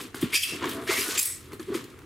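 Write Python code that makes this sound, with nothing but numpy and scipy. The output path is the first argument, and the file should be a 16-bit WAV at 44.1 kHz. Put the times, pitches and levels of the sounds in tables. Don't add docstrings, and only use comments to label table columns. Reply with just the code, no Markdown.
import sys
import numpy as np
from scipy import signal
from scipy.fft import rfft, irfft, next_fast_len
from scipy.io import wavfile
from scipy.ndimage import uniform_filter1d

SR = 44100
rng = np.random.default_rng(int(sys.argv[2]) if len(sys.argv) > 2 else 0)


def to_linear_factor(level_db):
    exponent = np.asarray(level_db, float) / 20
    return 10 ** exponent


def inscribe(sig):
    pcm = np.round(np.clip(np.atleast_2d(sig).T, -1, 1) * 32767)
    wavfile.write(sys.argv[1], SR, pcm.astype(np.int16))


N = 90405


def rms_one(x):
    return x / np.sqrt(np.mean(x ** 2) + 1e-20)


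def since(start_s):
    return np.arange(N) / SR - start_s


def in_time(rows):
    time_s, *columns = np.transpose(rows)
    return [np.interp(since(0), time_s, column) for column in columns]


def gate(rows, fade_s):
    return np.clip(np.minimum(since(rows[0][0]), -since(rows[-1][0])) / fade_s, 0, 1)


def band(x, low_hz, high_hz, order=2):
    return signal.sosfilt(signal.butter(order, [low_hz, high_hz], "band", fs=SR, output="sos"), x)


def colour(x, spectrum):
    hz, db = np.transpose(spectrum)
    f = np.maximum(np.arange(N // 2 + 1) * SR / N, 1)
    gain_db = np.interp(np.log(f), np.log(hz), db)
    return rms_one(irfft(rfft(x) * to_linear_factor(gain_db), N))


def resonance(x, hz, width_hz):
    r = np.exp(-np.pi * width_hz / SR)
    numerator = [(1 - r * r) / 2, 0, (r * r - 1) / 2]
    return signal.lfilter(numerator, [1, -2 * r * np.cos(2 * np.pi * hz / SR), r * r], x + 1e-18)


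def wobble(rate_hz):
    r = np.exp(-2 * np.pi * rate_hz / SR)
    noise = rng.standard_normal(N + 4000)
    return rms_one(signal.lfilter([1], [1, -2 * r, r * r], noise)[4000:])


SLIPS_PER_S, SLIP_SPREAD_DB = 16000, 2.5


def slips():
    hit = rng.random(N) < SLIPS_PER_S / SR
    strength = to_linear_factor(SLIP_SPREAD_DB * np.minimum(rng.exponential(1, N), 4))
    return hit * strength * rng.choice([-1, 1], N)


# high_db, middle_db, dull_db
RUB_LEVELS = [(0.0, -44.5, 3, 6.5, 11), (0.02, -45, -0.5, 1, -4.5), (0.141, -71, -7, 6.5, 8),
              (0.147, -45, 0.5, 2, 0), (0.2, -52.5, -2, 4.5, 0.5), (0.22, -45, 12, 5, -3),
              (0.226, -42.5, 5, 11.5, 6), (0.28, -48.5, -4.5, 6.5, 2.5), (0.32, -51.5, 2, 5.5, 4),
              (0.33, -36, 2, 8, -2.5), (0.35, -23, 0.5, -0.5, -22), (0.38, -23, -7, -5, -45),
              (0.39, -32, -4, -10, -26), (0.41, -28, -4.5, -8.5, -46), (0.44, -35, 7, 2, -33),
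              (0.45, -35, 0.5, -3, -13), (0.6, -50.5, -6.5, 7, 5), (0.64, -48, -8, 13.5, 15),
              (0.71, -46, 4.5, 7, 1.5), (0.8, -56, 0, 5.5, 15), (0.866, -53, 4, 6, 4),
              (0.89, -39, -6, 11.5, 7.5), (0.92, -28.5, 1.5, -1.5, -1), (0.95, -36, 0.5, 4.5, -1),
              (1.0, -33, 3, 0.5, -8.5), (1.06, -36.5, 0, -1.5, -3), (1.14, -31.5, -5.5, -3.5, -8),
              (1.17, -36.5, -5, 3, -4), (1.18, -30, 1, -3, -17.5), (1.23, -33.5, 5.5, -7, -13.5),
              (1.38, -51.5, -1, -6.5, -9.5), (1.518, -67, 1, 7, 13.5), (1.54, -55.5, 6.5, 5, 4),
              (1.592, -72, 3, -1, 8), (1.6, -52.5, 5, 3.5, 10.5), (1.64, -61.5, 1, 5, 1),
              (1.73, -57.5, -4, 6.5, 13.5), (1.75, -38.5, -3.5, 4, 0), (1.83, -58, -3.5, 6, 3.5),
              (2.05, -77, 2, -2, 18.5)]
# frequency_hz, density_db (per Hz)
FOAM_COLOUR = [(300, -49), (500, -1), (580, -20), (670, -12.5), (800, -17.5), (1100, -6.5), (1550, -8),
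               (2300, -4.5), (3000, -5), (6000, -6.5), (10500, -3.5), (13000, -7), (15800, -5.5),
               (19000, -7)]
# low_hz, high_hz
RUB_BAND_EDGES = [(4180, 7700), (8400, 13900), (1730, 3710), (543, 1520)]
CLUMP_DB, RUB_GAIN_DB = 2, -2


def rub():
    treble_db, high_db, middle_db, dull_db = in_time(RUB_LEVELS)
    x = colour(slips() * to_linear_factor(0.92 * wobble(160)), FOAM_COLOUR)
    treble, high, middle, dull = [
        rms_one(band(x, low_hz, high_hz, order=3) * to_linear_factor(CLUMP_DB * wobble(65)))
        for low_hz, high_hz in RUB_BAND_EDGES]
    mix = treble + to_linear_factor(high_db) * high + to_linear_factor(middle_db) * middle + to_linear_factor(dull_db) * dull
    return to_linear_factor(RUB_GAIN_DB + treble_db) * mix


# pitch_hz, width_hz, stroke_1_db, stroke_2_db, stroke_3_db
FOAM_MODES = [(1960, 140, -16, 3, -10.5), (2296, 70, -8, -0.5, -12), (2656, 90, 2, -7, -17),
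              (3220, 90, -4, -14, -31), (4780, 80, 2, -8, -19), (5490, 260, -2, -3, -7.5),
              (6600, 89, -15, -8, -12), (7290, 150, -26, -22, -11), (7920, 120, -18, -23, 1),
              (8460, 86, -16, -21, -2.5), (9340, 150, -1.5, -9, -0.5), (10430, 160, -7, -5.5, -3),
              (12000, 150, -13, -4.5, -11)]
# time_s, level_db
STROKE_LEVELS = [
    [(0.32, -34), (0.33, -36), (0.362, -15), (0.384, -25), (0.414, -29.5), (0.436, -20.5), (0.454, -28),
     (0.506, -34), (0.6, -54)],
    [(0.87, -34), (0.89, -30), (0.994, -26), (1.05, -49)],
    [(1.17, -33), (1.18, -34), (1.222, -31), (1.23, -29), (1.244, -35), (1.256, -25), (1.274, -30),
     (1.322, -32.5), (1.42, -54.5)],
]
STROKE_GAIN_DB, RING_FLUTTER_DB = -3.5, 2.2


def strokes():
    rings = [rms_one(resonance(slips(), hz, width_hz)) * to_linear_factor(RING_FLUTTER_DB * wobble(40))
             for hz, width_hz, *_ in FOAM_MODES]
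    out = np.zeros(N)
    for k, rows in enumerate(STROKE_LEVELS):
        song = rms_one(sum(to_linear_factor(mode[2 + k]) * ring for mode, ring in zip(FOAM_MODES, rings)))
        out += gate(rows, 0.0047) * to_linear_factor(in_time(rows)[0] + STROKE_GAIN_DB) * song
    return out


# time_s, slip_rate_hz, level_db
SQUEAK_TRACKS = [
    [(0.32, 2327, -43), (0.356, 2463, -25), (0.408, 2642, -40), (0.438, 2590, -19.5), (0.452, 2605, -38.5),
     (0.516, 2673, -32.5), (0.568, 2680, -47), (0.58, 2614, -44)],
    [(0.87, 2136, -51), (0.9, 2105, -30), (0.93, 2087, -25), (0.986, 2210, -38), (1.05, 2580, -57)],
    [(1.17, 2490, -46), (1.178, 2460, -23), (1.23, 2430, -45)],
]
# time_s, slip_rate_hz, level_db
LOW_SQUEAK_TRACK = [(1.03, 1480, -48), (1.076, 1485, -36), (1.17, 1540, -42)]
OVERTONE_LEVELS_DB = [-9, -11.5, -18, -29]
SQUEAK_JITTER_RATIO, SQUEAK_GAIN_DB = 0.0353, -3


def squeaks():
    out = np.zeros(N)
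    for rows in [*SQUEAK_TRACKS, LOW_SQUEAK_TRACK]:
        hz, db = in_time(rows)
        phase = 2 * np.pi * np.cumsum(hz * (1 + SQUEAK_JITTER_RATIO * wobble(301.5))) / SR
        tone = np.sin(phase)
        for k, overtone_db in enumerate(OVERTONE_LEVELS_DB):
            tone += to_linear_factor(overtone_db) * np.sin((k + 2) * phase)
        out += gate(rows, 0.0065) * to_linear_factor(db + SQUEAK_GAIN_DB + 2.3 * wobble(130)) * tone
    return out


# start_s, length_s, pitch_hz, level_db
SQUEAL_EVENTS = [(0.33, 0.014, 2130, -23.5), (1.0, 0.043, 2750, -39), (1.001, .04, 4910, -33.5),
                 (0.368, 0.014, 4790, -22), (0.347, 0.018, 9400, -34), (0.428, 0.016, 3210, -23),
                 (0.351, 0.015, 2400, -20), (0.633, 0.014, 940, -29.5), (0.33, 0.026, 2400, -24.5),
                 (0.927, 0.011, 2050, -32), (0.976, 0.015, 2330, -29.5), (1.1755, .009, 2500, -26),
                 (1.179, 0.011, 7290, -22), (1.19, 0.013, 7310, -22.5), (1.192, 0.01, 6460, -27),
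                 (1.195, 0.0067, 11500, -27), (1.196, 0.0072, 10600, -22), (1.196, 0.0071, 5270, -29),
                 (1.21, .014, 7570, -25), (1.226, .008, 10500, -21.5), (1.229, 0.01, 12000, -30),
                 (1.251, .006, 8400, -32), (1.256, 0.0053, 9726, -22), (1.256, 0.0065, 13100, -26),
                 (1.264, 0.028, 8400, -34), (1.52, 0.0049, 2100, -44), (1.531, 0.0076, 4300, -50),
                 (1.627, 0.0077, 3300, -52), (1.594, .008, 6660, -52), (1.595, 0.0052, 4300, -45),
                 (1.841, 0.0072, 4300, -55)]
SQUEAL_WAVER_HZ, SQUEAL_GAIN_DB = 90.2, 1.5


def squeals():
    out = np.zeros(N)
    for start_s, length_s, hz, db in SQUEAL_EVENTS:
        phase = 2 * np.pi * np.cumsum(hz + SQUEAL_WAVER_HZ * wobble(246)) / SR
        tone = np.sin(phase) * to_linear_factor(1.6 * wobble(190))
        progress = np.clip(since(start_s) / length_s, 0, 1)
        envelope = np.clip(np.sin(np.pi * progress ** 0.86), 0, 1) ** 0.87
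        out += to_linear_factor(db + SQUEAL_GAIN_DB) * tone * envelope
    return out


# start_s, level_db, low_db (relative to level), top_db (relative to level), t60_s
CRACK_EVENTS = [(0.1439, -34, 7.5, -14, 0.049), (0.2131, -30, -16, 9, 0.029),
                (0.4317, -29, -36, -14, 0.028), (0.6236, -30, 8, -17, 0.048),
                (0.641, -27.5, 14, -19, 0.035), (0.654, -23.5, 4.5, -5, 0.029),
                (0.691, -27.5, -6, 0.5, 0.069), (0.875, -29.5, 4.5, -14, 0.032),
                (1.1754, -14, -26, -7, 0.031), (1.1909, -17, -26, 8, 0.045), (1.2276, -26, -27, -1, 0.039),
                (1.2508, -26, -36, 13, 0.054), (1.519, -37.5, 5.5, -10, 0.03),
                (1.5314, -34, 5.5, 4.5, 0.02), (1.595, -39, 4.5, -12, 0.037),
                (1.628, -36.5, -19, -19, 0.03), (1.7419, -27.5, -4, -10, 0.036),
                (1.8412, -34, -14, -1.5, 0.028), (1.9006, -38, -16, -9, 0.036),
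                (1.9883, -41.5, 3, -2, 0.022), (2.017, -44.5, 5.5, -19, 0.037)]
CRACK_GAIN_DB, CRACK_ATTACK_S = -8, 0.0013


def cracks():
    noise = rng.standard_normal((3, N)) * to_linear_factor(3.2 * wobble(420))
    mid = rms_one(band(noise[0], 2000, 7500))
    low = rms_one(band(noise[1], 800, 1900, order=3))
    top = rms_one(band(noise[2], 7500, 19000))
    out = np.zeros(N)
    for start_s, db, low_db, top_db, t60_s in CRACK_EVENTS:
        t = np.maximum(since(start_s), 0)
        envelope = to_linear_factor(db + CRACK_GAIN_DB - 60 * t / t60_s) * np.minimum(t / CRACK_ATTACK_S, 1)
        out += envelope * (mid + to_linear_factor(low_db) * low + to_linear_factor(top_db) * top)
    return out


# start_s, level_db, pitch_hz, t60_s, thud_db (relative to level)
KNOCK_EVENTS = [(0.1435, -27, 322, 0.027, -3), (0.238, -15, 248, 0.032, -13),
                (0.255, -19.5, 265, 0.046, -29), (0.522, -26, 330, 0.033, -13),
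                (0.544, -28, 339, 0.022, -18), (0.629, -25, 347, 0.049, -17), (0.657, -20, 356, 0.051, -15),
                (0.748, -26, 396, 0.023, -11), (1.085, -26, 355, 0.035, -33), (1.532, -27, 368, 0.032, -9),
                (1.595, -25.5, 358, 0.022, -19), (1.604, -25, 347, 0.026, -25),
                (1.701, -18.5, 340.6, 0.026, -34), (1.751, -19, 350, 0.026, -27),
                (1.768, -23, 297, 0.027, -31)]
THUD_HZ, THUD_T60_S = 120, 0.065
CONTACT_RATE_PER_S, KNOCK_GAIN_DB = 556, -2


def knocks():
    out = np.zeros(N)
    for start_s, db, hz, t60_s, thud_db in KNOCK_EVENTS:
        t = np.maximum(since(start_s), 0)
        ring = 2 * to_linear_factor(-60 * t / t60_s) * np.sin(2 * np.pi * hz * t)
        thud = to_linear_factor(thud_db - 60 * t / THUD_T60_S) * np.sin(2 * np.pi * THUD_HZ * t)
        contact = (1 - np.exp(-t * CONTACT_RATE_PER_S)) ** 2
        out += to_linear_factor(db + KNOCK_GAIN_DB) * contact * (ring + thud)
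    return out


# start_s, length_s, start_hz, end_hz, level_db
SWELL_EVENTS = [(.2268, 0.0098, 314, 286, -12), (.226, 0.0207, 205, 190, -20),
                (.225, 0.033, 120, 120, -29.5), (.522, 0.024, 132, 130, -38.5), (1.672, .03, 367, 400, -28),
                (1.712, 0.03, 420, 358, -28.5), (1.745, 0.028, 350, 342, -27), (.54, 0.024, 322, 327, -30),
                (0.98, 0.022, 370, 388, -29.5), (.889, 0.0166, 367, 393, -18),
                (0.037, 0.027, 314, 316, -38)]


def swells():
    out = np.zeros(N)
    for start_s, length_s, start_hz, end_hz, db in SWELL_EVENTS:
        u = np.clip(since(start_s) / length_s, 0, 1)
        cycles = length_s * (start_hz * u + (end_hz - start_hz) * u * u / 2)
        out += to_linear_factor(db) * np.sin(np.pi * u ** 1.43) * np.sin(2 * np.pi * cycles)
    return out


# time_s, level_db
PRESS_LEVELS = [(0.5, -70), (0.55, -46), (0.584, -61), (0.71, -59), (0.79, -43.5), (0.864, -53.5),
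                (0.93, -41), (1.012, -60), (1.05, -70)]
PRESS_MODE_HZ, PRESS_MODE_WIDTH_HZ = 654, 18.5


def pressed_mode(drive):
    ring = rms_one(resonance(drive, PRESS_MODE_HZ, PRESS_MODE_WIDTH_HZ))
    return gate(PRESS_LEVELS, 0.016) * to_linear_factor(in_time(PRESS_LEVELS)[0]) * ring


# time_s, level_db
SHAKE_LEVELS = [(0, -33), (.05, -45.5), (.14, -60), (.146, -39.5), (.21, -45), (.225, -38), (.27, -35.5),
                (.3, -45.5), (.35, -37.5), (.39, -68), (.46, -51), (.51, -47), (.53, -34), (.56, -36),
                (.6, -44.5), (.63, -33), (.69, -33.5), (.73, -40), (.76, -32.5), (.83, -37), (.87, -42),
                (.92, -32), (.95, -39.5), (1.0, -38), (1.07, -44.5), (1.09, -34.5), (1.15, -45),
                (1.18, -42), (1.22, -62), (1.4, -57.5), (1.51, -48), (1.54, -41.5), (1.58, -50.5),
                (1.605, -37.5), (1.65, -53), (1.7, -36.5), (1.765, -31), (1.785, -41), (1.85, -42.5),
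                (1.87, -50.5), (1.97, -47.5), (2.05, -54)]
# pitch_hz, width_hz, level_db
PANEL_MODES = [(197, 45, -8), (243.2, 20, -1.5), (291, 32, -2), (358, 32.4, 0), (397.4, 51, -1.5),
               (457, 80, -9)]
SHAKE_GAIN_DB, SHAKE_LOW_DB = -2, -16.5


def shake(drive):
    modes = sum((-1) ** k * to_linear_factor(db) * resonance(drive, hz, width_hz)
                for k, (hz, width_hz, db) in enumerate(PANEL_MODES))
    boom = rms_one(band(modes, 214, 557))
    rumble = rms_one(band(drive, 85, 150))
    return to_linear_factor(in_time(SHAKE_LEVELS)[0] + SHAKE_GAIN_DB) * (boom + to_linear_factor(SHAKE_LOW_DB) * rumble)


def panel():
    drive = rng.standard_normal(N)
    return band(knocks() + swells() + pressed_mode(drive), 48, 7200) + shake(drive)


ROOM_T60_S = 0.28
WALL_CORNER_HZ, WALL_POWER = 6100, 0.53


def room(x):
    size = next_fast_len(N + SR)
    w = 2 * np.pi * np.arange(size // 2 + 1) / size
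    wall = (1 / (1 + 1j * w * SR / (2 * np.pi * WALL_CORNER_HZ))) ** WALL_POWER
    spectrum = rfft(x, size)
    out = []
    for delays_s in rng.uniform(.008, .035, (2, 10)):
        loops = [to_linear_factor(-60 * d / ROOM_T60_S) * wall * np.exp(-1j * w * d * SR) for d in delays_s]
        response = sum((-1) ** k * loop / (1 - loop) for k, loop in enumerate(loops))
        out.append(irfft(spectrum * response, size)[:N])
    return np.array(out)


# frequency_hz, density_db (per Hz)
ROOM_NOISE = [(12, -47), (20, -17), (86, 12), (187, -1.5), (328, 3.5), (607, -11.5), (1090, -19),
              (2260, -10), (5080, -23), (10500, -23), (16000, -31)]
NOISE_DB = -51.5
DRONE_HZ, DRONE_WIDTH_HZ, DRONE_DB = 125.4, 6.4, -59.5


def hum():
    mid = colour(rng.standard_normal(N), ROOM_NOISE)
    side = colour(rng.standard_normal(N), ROOM_NOISE)
    side = to_linear_factor(-9.5) * side + to_linear_factor(-19) * band(side, 500, 18000) + band(side, 12, 39)
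    noise = mid + side * np.array([[1], [-1]])
    drone = rms_one(resonance(rng.standard_normal(N), DRONE_HZ, DRONE_WIDTH_HZ))
    return to_linear_factor(DRONE_DB) * drone + to_linear_factor(NOISE_DB) * noise


PAN_DB = 0.3
ROOM_GAIN_DB, BOOM_SEND_DB = -15.5, -11.5


def scene():
    foam = rub() + strokes() + squeaks() + squeals() + cracks()
    boom = panel()
    wet = room(foam + to_linear_factor(BOOM_SEND_DB) * boom)
    wet = wet + to_linear_factor(2.5) * band(wet, 10400, 18000)
    direct = (foam + boom) * to_linear_factor(np.array([[PAN_DB], [-PAN_DB]]))
    return direct + to_linear_factor(ROOM_GAIN_DB) * wet + hum()


def band_limit(x):
    return signal.sosfilt(signal.butter(12, 16170, fs=SR, output="sos"), x)


LIMIT_DB, LIMIT_SMOOTHING_S = -23, 0.017
LIMIT_SHARE = 0.78
EXCESS_RELEASE_DB_PER_S = 49
STOPBAND_HZ = 16400


def record(dry):
    power = uniform_filter1d(np.mean(dry ** 2, axis=0), size=200)
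    over_db = np.maximum(10 * np.log10(power + 1e-12) - LIMIT_DB, 0)
    ramp_db = EXCESS_RELEASE_DB_PER_S * np.arange(N) / SR
    held_db = np.maximum.accumulate(over_db + ramp_db) - ramp_db
    r = np.exp(-1 / (LIMIT_SMOOTHING_S * SR))
    smooth_db = signal.lfilter([1 - r], [1, -r], held_db)
    lowpass = signal.cheby2(16, 60, STOPBAND_HZ, fs=SR, output="sos")
    mix = signal.sosfilt(lowpass, dry * to_linear_factor(-LIMIT_SHARE * smooth_db))
    return band_limit(mix)


dry = scene()
out = record(dry)
inscribe(out)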